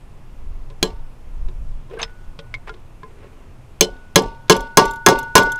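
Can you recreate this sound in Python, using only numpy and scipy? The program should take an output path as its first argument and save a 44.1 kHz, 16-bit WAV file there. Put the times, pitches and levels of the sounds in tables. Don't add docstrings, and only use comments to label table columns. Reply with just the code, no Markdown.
import sys
import numpy as np
from scipy import signal
from scipy.fft import rfft, irfft, next_fast_len
from scipy.io import wavfile
from scipy.ndimage import uniform_filter1d

SR = 44100
rng = np.random.default_rng(int(sys.argv[2]) if len(sys.argv) > 2 else 0)


def master(y):
    cut = np.clip(np.atleast_2d(y).T, -1, 1)
    pcm = np.round(cut * 32767)
    wavfile.write(sys.argv[1], SR, pcm.astype(np.int16))


N = 246695

# pitch_hz, level_db, t60_s
THUD_MODES = [(160.4, -7, 0.076), (188, -11, 0.2), (268, -24.5, 0.31), (310.8, -16, 0.18),
              (364.5, -6.5, 0.17), (433.1, -5, 0.19), (455.1, -7, 0.17), (565, -14.5, 0.17),
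              (740, -27, 0.06)]
# pitch_hz, level_db, t60_s
PANEL_MODES = [(780, -14, .1), (1030, 0, .12), (1075, -6, .08), (1320, -11, .1), (1653, -3, .09),
               (1868, -18, .15), (2140, -15, .1), (2436, -15, .1)]
# pitch_hz, level_db, t60_s
HIGH_RING_MODES = [(1473, 0, .95), (2078, -19, .5)]


def undb(db):
    return 10 ** (np.asarray(db, float) / 20)


def unit(x):
    return x / np.sqrt(np.mean(x ** 2))


def add(out, s, sound):
    i = int(s * SR)
    out[i:i + len(sound)] += sound[:N - i]


def band(lo_hz, hi_hz, size=N, order=2):
    edges_hz = [lo_hz, min(hi_hz, .45 * SR)]
    sos = signal.butter(order, edges_hz, "bandpass", fs=SR, output="sos")
    return unit(signal.sosfilt(sos, rng.standard_normal(size)))


def curve(rows, axis=1):
    rows = np.asarray(rows)
    return undb(np.interp(np.arange(N) / SR, rows[:, 0], rows[:, axis]))


def walk(rate_hz):
    k = int(SR / rate_hz)
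    steps = np.repeat(rng.standard_normal(N // k + 1), k)
    return uniform_filter1d(steps, k)[:N]


def kicks(s, size):
    x = np.zeros(N)
    x[(np.asarray(s) * SR).astype(int)] = size
    return x


def fade(x, t60_s):
    return signal.lfilter([1], [1, -np.exp(-np.log(1000) / (t60_s * SR))], x)


def ring(modes, s, db, spread_db=7.0, detune=0.):
    chance = rng.standard_normal((len(s), len(modes), 2))
    out = np.zeros(N)
    for e in range(len(s)):
        for k, (hz, mode_db, t60_s) in enumerate(modes):
            t = np.arange(int(t60_s * SR)) / SR
            level_db = db[e] + mode_db + spread_db * chance[e, k, 0] - 60 * t / t60_s
            size = (-1) ** k * undb(level_db)
            pitch_hz = hz * (1 + detune * chance[e, k, 1])
            add(out, s[e], size * np.sin(2 * np.pi * pitch_hz * t))
    return out


def lumpy(x, peaks_db):
    size = next_fast_len(N)
    bins, knots = np.linspace(0, 1, size // 2 + 1), np.linspace(0, 1, len(peaks_db))
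    gain = undb(np.interp(bins, knots, peaks_db))
    return unit(irfft(rfft(x, size) * gain, size)[:N])


def hush():
    # (per Hz, relative)
    spectrum = [(60, -1), (90, 4), (140, -5.5), (220, -8.5), (450, -14.5), (1100, -17.5), (1700, -26.5),
                (2500, -26), (4000, -35), (8000, -38), (12500, -41.5), (15000, -56.5)]
    hz, db = np.transpose(spectrum)
    out, swell = 0, walk(0.34)
    for f in 63 * 2 ** np.arange(0, 8, 1 / 3):
        density_db = np.interp(np.log(f), np.log(hz), db) + 0.62 * swell + 1.0 * walk(9.6)
        out = out + undb(density_db) * np.sqrt(f) * band(f / 2 ** (1 / 6), f * 2 ** (1 / 6))
    return undb(-46.5) * unit(out)


def drone():
    # start_s, pitch_hz, level_db
    course = [(0.0, 135, -50.5), (.4, 136, -52.5), (1.1, 130.3, -44.5), (1.25, 129.6, -56.5),
              (1.4, 135.3, -45), (2.35, 133.8, -50.5), (2.5, 117.5, -40.5), (2.9, 104.3, -58),
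              (3.6, 127.7, -50), (5.59, 130, -52)]
    s, hz, _ = np.transpose(course)
    turn = 2 * np.pi * np.cumsum(np.interp(np.arange(N) / SR, s, hz)) / SR
    blur_hz = 12
    tone = walk(blur_hz) * np.cos(turn) + walk(blur_hz) * np.sin(turn)
    return curve(course, axis=2) * tone


def wind():
    # start_s, level_db
    strength = [(0.0, -40), (0.31, -35), (0.5, -24), (0.8, -34), (1.04, -25.5), (1.15, -41), (1.47, -17),
                (1.51, -29), (1.72, -21), (1.87, -38.5), (2.08, -35), (2.25, -37), (2.28, -29), (2.41, -42),
                (2.56, -33.5), (2.85, -38.5), (3.0, -41)]
    swing_top_hz, flutter_db = 24, -13
    swings = band(9, swing_top_hz)
    power = uniform_filter1d(swings ** 2, 2600)
    swings = unit(swings / np.sqrt(power + 0.12))
    return curve(strength) * (swings + undb(flutter_db) * band(swing_top_hz, 51))


def taps():
    # start_s, click_db, ping_db, ping_hz, thud_db, high_ring_db
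    contacts = [(0.701, -50.5, -78, 3770, -45, -67), (1.485, -50.5, -64, 3880, -44, -69),
                (1.898, -56.5, -65.5, 6230, -40.5, -64.5), (1.971, -71, -36, 1570, -36, -70),
                (1.99, -59, -53, 9200, -53, -77), (2.016, -34, -32, 6300, -35, -54),
                (2.029, -20.5, -29, 5270, -44, -46.5), (2.39, -36.5, -46, 3216, -39, -51.5),
                (2.541, -33.5, -25, 2165, -43.5, -84.5), (2.694, -41.5, -36, 1400, -36.5, -59),
                (2.74, -49, -54, 1094, -52, -70), (3.032, -52, -49, 1705, -35.5, -65),
                (3.233, -63.5, -51.5, 997, -38.5, -64.5), (3.965, -58, -69.5, 6000, -56.5, -83),
                (4.15, -56, -58.5, 3500, -50.5, -74.5), (4.482, -46.5, -57, 3500, -53, -86)]
    s, click_db, ping_db, ping_hz, thud_db, ring_db = np.transpose(contacts)
    out = ring(THUD_MODES, s, thud_db) + ring(PANEL_MODES, s, thud_db - 9)
    out += ring(HIGH_RING_MODES, s, ring_db, spread_db=1.)
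    click_hz, click_t60_s, ping_t60_s = 3300, .045, .06
    size = 8192
    fall_db = -60 * np.arange(size) / SR / click_t60_s
    for e in range(len(s)):
        click = band(click_hz / 1.03, click_hz * 1.16, size=size)
        click += undb(2.5) * band(550, 4700, size=size, order=3)
        add(out, s[e], undb(click_db[e] + fall_db) * click)
        cluster = [(ping_hz[e] * ratio, 0, ping_t60_s) for ratio in (.985, 1, 1.02)]
        out += ring(cluster, [s[e]], [ping_db[e]], detune=.004)
    return out


def scrape():
    # start_s, length_s, groan_db, grit_db
    drags = [(1.906, 0.076, -33.5, -50.5), (1.989, 0.041, -61, -35.5), (2.032, 0.079, -63, -46),
             (2.667, 0.032, -48.5, -42.5), (3.077, 0.44, -53, -62.5)]
    catches_per_s, catch_spread_db, catch_t60_s, edge_s = 220, 2.5, .07, 0.016
    slips = (rng.random(N) < catches_per_s / SR) * undb(catch_spread_db * rng.standard_normal(N))
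    grit = unit(fade(slips, catch_t60_s))
    groan = band(340, 470)
    rasp = band(550, 1200) + band(1300, 2800)
    t = np.arange(N) / SR
    out = np.zeros(N)
    for start, length, groan_db, grit_db in drags:
        inside_s = np.minimum(t - start, start + length - t)
        contact = np.clip(inside_s / edge_s + .5, 0, 1) ** 2
        out += contact * grit * (undb(groan_db) * groan + undb(grit_db) * rasp)
    return out


def rattle():
    # start_s, level_db
    landings = [(4.2215, -25), (4.2644, -44), (4.5652, -13.5), (4.6066, -20.5), (4.8548, -15.5),
                (4.9098, -19.5), (4.9354, -27), (4.9594, -29), (5.1884, -12.5), (5.23, -25.5), (5.432, -16),
                (5.5198, -13), (5.5578, -27)]
    # pitch_hz, level_db, t60_s
    loose_modes = [(1350, -10, .04), (3300, -3, .035), (3550, -4, .03), (6000, -4, .025), (6300, -4, .025),
                   (7250, -3, .035), (9900, -10, .03), (11600, -8, .035)]
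    s, db = np.transpose(landings)
    tick = undb(-19) * fade(kicks(s, undb(db)), .035) * band(2800, 12000)
    return ring(loose_modes, s, db - 16, spread_db=3., detune=.015) + tick


def sway(s, force_db):
    sway_hz, sway_db, delay_s, width_s = 35, -23, .112, .03
    t = np.arange(N) / SR - np.asarray(s)[:, None] - delay_s
    swing = np.exp(-(t / width_s) ** 2) * np.cos(2 * np.pi * sway_hz * t)
    return -undb(force_db + sway_db) @ swing


def clear_rings(s, force_db, seating_db, high_db):
    # pitch_hz, level_db, t60_s
    low_ring_modes = [(393, 1, .3), (895, -2, .45), (921.5, 0, .55), (1153, 1, .32)]
    low_db = force_db - 5 + 1.24 * seating_db
    return ring(low_ring_modes, s, low_db, spread_db=1.) + ring(HIGH_RING_MODES, s, high_db, spread_db=1.)


def punch_and_face(s, punch_db, crack_db, chatter_db):
    # pitch_hz, level_db, t60_s
    punch_modes = [(2423, -1.5, 0.043), (3057, -6, 0.12), (3370, 2, 0.062), (4010, -1.5, 0.049),
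                   (4115, -2.5, 0.1), (4510, -4, 0.04), (5800, -21.5, 0.062), (7620, -11.5, 0.1),
                   (9940, -17, 0.088), (10900, -16, 0.042)]
    # pitch_hz, level_db, t60_s
    face_modes = [(6237, 9.4, 0.032), (6490, 3.3, 0.037), (6720, 1.3, 0.017)]
    out = np.zeros(N)
    for modes, db in ((punch_modes, punch_db), (face_modes, crack_db - 9)):
        for mode in modes:
            jar = undb(chatter_db + 4 * walk(300))
            out += ring([mode], s, db, spread_db=2.5, detune=.012) * jar
    return out


def sheet(s, crack_db, tail_db, chatter_db):
    # pitch_hz, crack_db, crack_t60_s, tail_db, tail_t60_s
    sheet_bands = [(109, -28, 0.083, -29.5, 0.55), (322, -1, 0.012, -16, 0.35),
                   (630, -14.5, 0.099, -19, 0.28), (1170, -19.5, 0.021, -15.5, 0.11),
                   (3160, -1.5, 0.017, -30, 0.42), (4230, -5.5, 0.087, -28.5, 0.27),
                   (7000, -2.5, 0.02, -24.5, 0.068), (9400, -14, 0.051, -38.5, .1),
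                   (15400, -10, 0.019, -28, 0.027)]
    crack, tail = kicks(s, undb(crack_db)), kicks(s, undb(tail_db))
    peak_db, peak_hz = 6, 45
    peaks_db = peak_db * rng.standard_normal(int(SR / 2 / peak_hz))
    out = np.zeros(N)
    for hz, quick_db, quick_t60_s, slow_db, slow_t60_s in sheet_bands:
        swell = undb(quick_db) * fade(crack, quick_t60_s) + undb(slow_db) * fade(tail, slow_t60_s)
        jar = undb(chatter_db + 3.75 * walk(90))
        out += swell * jar * lumpy(band(hz / 1.554, hz * 1.46), peaks_db)
    return out


def hammer():
    # start_s, force_db, crack_db, seating_db (of the punch), high_ring_db
    blows = [(.828, -11.5, -16, -16, -53), (3.809, -6.5, -5, -23, -36.5), (4.158, -1, -7.5, -12.5, -37.5),
             (4.497, 0, -7, -10, -24), (4.772, -3, -2.5, -2.5, -18), (5.063, -3.5, -2.5, -2.5, -16.5),
             (5.354, -3.5, -0.5, -3, -10.5)]
    # start_s, force_db
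    rebounds = [(5.086, -11.5), (5.38, -12.5)]
    s, force_db, crack_db, seating_db, high_db = np.transpose(blows)
    out = clear_rings(s, force_db, seating_db, high_db) + sway(s, force_db)
    again_s, again_db = np.transpose(rebounds)
    s, force_db = np.r_[s, again_s], np.r_[force_db, again_db]
    crack_db = np.r_[crack_db, again_db - 2]
    seating_db = np.r_[seating_db, np.full(len(again_s), -6.5)]
    tail_db = force_db + 3.75 + 0.54 * seating_db
    panel_db = force_db + 5.96 + 1.11 * seating_db
    punch_db = force_db - 16 - 0.53 * seating_db
    out += ring(THUD_MODES, s, force_db, spread_db=2., detune=.006)
    out += ring(PANEL_MODES, s, panel_db, spread_db=2., detune=.006)
    chatter_db = 1.62 * walk(220)
    out += punch_and_face(s, punch_db, crack_db, chatter_db)
    return out + sheet(s, crack_db, tail_db, chatter_db)


def scene():
    background = hush() + drone() + wind()
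    tools = taps() + scrape() + rattle() + hammer()
    return np.tile(background + tools, (2, 1))


def record(dry):
    top_hz = 15760
    clipped = np.clip(dry, -1, 1)
    low_pass = signal.ellip(6, .2, 28, top_hz, fs=SR, output="sos")
    return np.clip(signal.sosfilt(low_pass, clipped), -1, 1)


dry = scene()
out = record(dry)
master(out)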